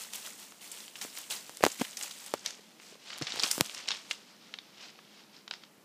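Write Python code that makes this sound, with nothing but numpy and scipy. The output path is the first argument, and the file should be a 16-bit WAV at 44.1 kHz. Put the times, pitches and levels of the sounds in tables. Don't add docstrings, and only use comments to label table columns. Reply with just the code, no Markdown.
import sys
import numpy as np
from scipy import signal
from scipy.fft import rfft, irfft, next_fast_len
from scipy.io import wavfile
from scipy.ndimage import uniform_filter1d

SR = 44100
rng = np.random.default_rng(int(sys.argv[2]) if len(sys.argv) > 2 else 0)


def master(y):
    cut = np.clip(np.atleast_2d(y).T, -1, 1)
    pcm = np.round(cut * 32767)
    wavfile.write(sys.argv[1], SR, pcm.astype(np.int16))


def decibels_to_gain(level_db):
    exponent = np.asarray(level_db, float) / 20
    return 10 ** exponent


N = 257544

# (time [s], peak level [dB], centre frequency [Hz], time to fall by e squared [ms])
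CREASE_SNAPS = [(0.1343, -26.5, 6500, 5.1), (0.155, -25, 7550, 6.4), (0.268, -37, 8150, 4.0),
                (0.522, -36, 1440, 2.1), (0.716, -29, 8540, 13), (0.8046, -35.5, 4120, 6.5),
                (0.88, -34.5, 2700, 4.5), (0.9556, -31.5, 2920, 14), (1.0148, -25, 3300, 1.3),
                (1.1735, -29, 3229, 3.1), (1.3245, -26, 2860, 4.5), (1.5711, -25.5, 7700, 2.8),
                (1.6257, -25.5, 2180, 2.2), (1.6828, -25, 7200, 3), (1.849, -29.5, 2770, 5.5),
                (1.9306, -36, 3140, 4.4), (1.9704, -23.5, 5800, 8.3), (2.0116, -27, 3100, 3.1),
                (2.0337, -21, 7100, 4.2), (2.1104, -28.5, 4100, 6.9), (2.2622, -28, 7800, 9),
                (2.461, -14, 5170, 3.1), (2.5067, -23.5, 6600, 2.9), (2.799, -38, 2280, 6.8),
                (3.103, -29, 3050, 5.3), (3.222, -16.5, 5350, 7.1), (3.2693, -22.5, 3260, 11),
                (3.3038, -24, 5830, 2.5), (3.3214, -18, 3500, 3.8), (3.3963, -13.5, 4840, 1.3),
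                (3.3994, -18, 4000, 4.9), (3.4345, -11, 4700, 7.9), (3.4455, -27, 3320, 4.3),
                (3.513, -9.5, 6600, 6.3), (3.654, -30.5, 3120, 14), (3.66, -29, 6400, 7),
                (3.6961, -28.5, 2730, 4.8), (3.747, -23, 5630, 4.6), (3.779, -29, 4909, 3.4),
                (3.8822, -21, 2970, 2.3), (3.8862, -9, 5600, 4), (3.9063, -16, 3700, 3.5),
                (3.916, -17.5, 3600, 11.4), (3.9488, -28.5, 2470, 2.7), (4.1109, -12, 3220, 7.1),
                (4.5398, -22, 2820, 4.2), (4.5869, -27.5, 3300, 4.2), (4.989, -38, 1290, 5.6),
                (5.4786, -27, 2930, 4.1), (5.5105, -20, 3130, 3.3), (5.5111, -28, 1330, 3.6),
                (5.5376, -26, 3600, 2.4), (5.6361, -32.5, 3370, 4)]
# (frequency [Hz], relative level [dB])
SHEET_SPECTRUM = [(200, -12.5), (600, -3.5), (1500, -4.5), (3000, 0), (5000, -1), (8000, 1), (11000, -4.5),
                  (15000, -5.5)]
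# (time of full level [s], level [dB], rise [s], hold [s])
SWISHES = [(0.0, -43, .011, 0.019), (0.135, -41.5, 0.037, 0.021), (0.264, -41, 0.19, .005),
           (0.393, -48.5, 0.1, .05), (0.616, -48.5, 0.036, 0.084), (0.725, -47.5, .011, 0.11),
           (0.96, -50.5, 0.0097, .05), (1.013, -38.5, 0.0041, 0.0098), (1.177, -42, .17, .011),
           (1.302, -36, 0.0096, 0.028), (1.635, -44, 0.044, 0.085), (1.802, -38, 0.084, 0.0039),
           (1.854, -52, .1, 0.016), (1.973, -46, 0.019, .04), (2.041, -40, 0.16, .005),
           (2.28, -47.5, 0.32, .005), (2.454, -39.5, 0.021, .016), (2.816, -51.5, 0.03, 0.11),
           (3.097, -43, 0.25, 0.061), (3.229, -41, .015, .009), (3.272, -38.5, .03, 0.11),
           (3.435, -30.5, 0.083, 0.0066), (3.513, -39.5, 0.058, 0.034), (3.788, -42.5, 0.34, 0.01),
           (3.88, -38.5, 0.03, 0.052), (4.103, -43, 0.035, 0.0081), (4.302, -52, 0.25, 0.0081),
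           (4.412, -54.5, .06, 0.084), (4.834, -43.5, 0.28, 0.013), (5.187, -51, 0.43, 0.02),
           (5.34, -52, 0.13, .03), (5.525, -48.5, 0.042, .011), (5.626, -56, .21, .005)]
RISE_DB, FALL_DB_PER_S = 40, 166
# (time [s], level [dB])
HANDLING = [(0, -50), (.6, -57.5), (.9, -55), (1.5, -51.5), (2.2, -49), (2.45, -51), (2.75, -59.5),
            (3.0, -65), (3.2, -48), (3.7, -46.5), (4.0, -50), (4.35, -59), (4.6, -56.5), (5.1, -58),
            (5.4, -76), (5.84, -87)]
CRACKLE_SHARE, CRACKLE_GROWTH = 0.69, 0.17
# (time [s], slope [dB per octave])
TREBLE_TILT = [(0, -1), (1.0, -1.5), (1.7, -2), (2.3, -3.5), (2.5, -13.5), (2.9, -8), (3.1, -20.5),
               (3.3, -21.5), (3.58, 2.5), (3.9, -22.5), (4.11, -8.5), (4.3, -26), (5.84, -28.5)]
# (frequency [Hz], time to fall 60 dB [s])
ROOM_DECAY = [(300, 0.43), (2000, 0.11), (6000, 0.3), (14000, 0.28)]
# (time [s], tick peak level [dB], thump peak level [dB], nominal thump pitch [Hz])
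CAMERA_KNOCKS = [(1.0493, -61, -34, 253), (1.495, -27.5, -33.5, 640), (1.6379, -1.5, 0, 563),
                 (1.6398, -14, -30, 1100), (1.651, -4.5, -24.5, 266), (1.6647, -8, -8, 378),
                 (1.8168, -20, -18, 308), (2.3388, -15, -14, 450), (3.1787, -26, -55, 1248),
                 (3.1846, -25, -54, 581), (3.1915, -31, -54, 1442), (3.34, -32, -34.5, 287),
                 (3.3594, -21, -26.5, 816), (3.3738, -40, -33, 441), (3.39, -41, -24, 1820),
                 (3.43, -29, -31, 352), (3.4409, -32, -30.5, 248), (3.5802, -19, -24, 240),
                 (3.6093, 6, -14.5, 167)]
# (time [s], peak level [dB], pitch [Hz])
FINGER_BUMPS = [(1.607, -31, 514), (1.631, -22, 636), (1.659, -32, 440), (1.795, -36, 250),
                (1.811, -18, 246), (2.592, -43.5, 440), (2.924, -41.5, 402), (2.954, -42.5, 516),
                (3.2122, -25.5, 294), (3.218, -29, 148), (3.599, -26.5, 310), (5.775, -55.5, 165)]
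BUMP_CYCLES, BUMP_RATTLE = 0.67, 0.52
# (frequency [Hz], relative level [dB per Hz])
AIR_SPECTRUM = [(30, -43), (90, -18.5), (180, -1), (300, -2.5), (700, -8), (1500, -12.5), (5000, -17),
                (9000, -21), (15000, -23.5), (16000, -75)]
AIR_DB = -61.5
HUM_HZ, HUM_WIDTH_HZ, HUM_DB = 210, 12, -70


def evened(x):
    return x / np.sqrt(np.mean(x ** 2) + 1e-20)


def peaked(x):
    return x / abs(x).max()


def read(points, hz):
    f, value = np.transpose(points)
    return np.interp(np.log(hz + 1), np.log(f + 1), value)


def colour(x, points):
    size = next_fast_len(len(x))
    gain = decibels_to_gain(read(points, np.fft.rfftfreq(size, 1 / SR)))
    return irfft(rfft(x, size) * gain, size)[:len(x)]


def resonate(x, hz, q):
    return signal.lfilter(*signal.iirpeak(hz, q, SR), x)


def add(mix, s, sound):
    part = mix[round(s * SR):][:len(sound)]
    part += sound[:len(part)]


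def snaps():
    out, t = np.zeros(N), np.arange(1024) / SR
    noise = rng.standard_normal((len(CREASE_SNAPS), 1024))
    for (s, db, hz, ms), slips in zip(CREASE_SNAPS, noise):
        decay = np.exp(-t / (ms / 1000 / 2))
        band = signal.butter(2, [hz / 3.5, min(2.2 * hz, 14000)], "band", fs=SR)
        wide = evened(signal.lfilter(*band, slips))
        ring = evened(resonate(slips, hz, 3.5))
        add(out, s, decibels_to_gain(db) * peaked((.5 * wide + ring) * decay))
    return out


def rustle():
    wobble_db = evened(uniform_filter1d(rng.standard_normal(N), 300))
    hiss = decibels_to_gain(wobble_db) * rng.standard_normal(N)
    crackles = 0
    for hz in np.geomspace(900, 11000, num=7):
        strikes = rng.random(N) < 120 / SR
        sizes = decibels_to_gain(3.35 * np.minimum(rng.exponential(1, N), 4)) * strikes
        fading = signal.lfilter([1], [1, -.984], sizes)
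        crackles = crackles + resonate(fading * rng.standard_normal(N), hz, 3)
    level = motion()
    share = CRACKLE_SHARE * (level / decibels_to_gain(-41.5)) ** CRACKLE_GROWTH
    return level * evened(colour(hiss + share * evened(crackles), SHEET_SPECTRUM))


def motion():
    t = np.arange(0, N, 32) / SR
    power = decibels_to_gain(np.interp(t, *np.transpose(HANDLING))) ** 2
    for s, db, rise, hold in SWISHES:
        climb_db = RISE_DB * np.maximum(s - t, 0) / rise
        fall_db = FALL_DB_PER_S * np.maximum(t - s - hold, 0)
        power = power + decibels_to_gain(db - climb_db - fall_db) ** 2
    return np.interp(np.arange(N) / SR, t, np.sqrt(power))


def shaded(x):
    hz, t, z = signal.stft(x, SR, nperseg=128, noverlap=96)
    octaves = np.log2(np.maximum(hz / 5200, 1))[:, None]
    z = z * decibels_to_gain(octaves * np.interp(t, *np.transpose(TREBLE_TILT)))
    return signal.istft(z, SR, nperseg=128, noverlap=96)[1][:N]


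def room(x):
    taps = np.zeros(SR // 2)
    at = np.arange(200, SR // 2 - 20, 20)
    taps[at + rng.integers(0, 20, at.shape)] = rng.choice([-1., 1.], at.shape)
    hz, t, z = signal.stft(taps, SR, nperseg=256)
    decay = decibels_to_gain(-60 * t / read(ROOM_DECAY, hz)[:, None])
    tail = signal.istft(z * decay, SR, nperseg=256)[1]
    return signal.fftconvolve(x, tail / np.linalg.norm(tail))[:N]


def knocks():
    out, t = np.zeros(N), np.arange(2048) / SR
    jerk = (t - .0002) / .000025
    shudder_band = signal.butter(1, [130, 900], "band", fs=SR)
    noise = rng.standard_normal((len(CAMERA_KNOCKS), 2048))
    for (s, tick_db, thump_db, hz), slips in zip(CAMERA_KNOCKS, noise):
        chatter = slips * (.25 * np.exp(-(jerk / 5) ** 2) + .04 * np.exp(-t / .002))
        tick = peaked(np.e * jerk * np.exp(-abs(jerk)) + chatter)
        turns = hz * 0.8 * t + 0.49 * (1 - np.exp(-t / 0.0006))
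        swell = np.exp(-t * hz / 0.46) * (1 - np.exp(-t / 0.00005))
        thump = peaked(np.sin(2 * np.pi * turns) * swell)
        shudder = peaked(signal.lfilter(*shudder_band, slips * np.exp(-t / 0.0069)))
        add(out, s, decibels_to_gain(tick_db) * tick + decibels_to_gain(thump_db) * (thump + 0.19 * shudder))
    return out


def bumps():
    out, t = np.zeros(N), np.arange(2048) / SR
    noise = rng.standard_normal((len(FINGER_BUMPS), 2048))
    for (s, db, hz), slips in zip(FINGER_BUMPS, noise):
        u = t * hz / BUMP_CYCLES
        tone = np.sin(2 * np.pi * hz * t)
        rattle = evened(signal.lfilter(*signal.butter(1, 3 * hz, fs=SR), slips))
        add(out, s, decibels_to_gain(db) * peaked(u * np.exp(-u) * (tone + BUMP_RATTLE * rattle)))
    return out


def air():
    hum = evened(resonate(rng.standard_normal(N), HUM_HZ, HUM_HZ / HUM_WIDTH_HZ))
    hiss = evened(colour(rng.standard_normal(N), AIR_SPECTRUM))
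    return decibels_to_gain(AIR_DB) * hiss + decibels_to_gain(HUM_DB) * hum


def scene():
    creases = snaps()
    paper = creases + decibels_to_gain(-11) * room(creases) + rustle()
    return (shaded(paper) + knocks() + bumps() + air())[None]


def top_cut(x):
    return signal.sosfilt(signal.butter(12, 16520, fs=SR, output="sos"), x)


def record(dry):
    mic = signal.lfilter(*signal.butter(2, 110, "high", fs=SR), dry)
    mic = .75 * np.tanh(mic / .75)
    mic = signal.oaconvolve(mic, signal.firwin(301, 15400, fs=SR)[None], "same")
    return top_cut(mic)


dry = scene()
out = record(dry)
master(out)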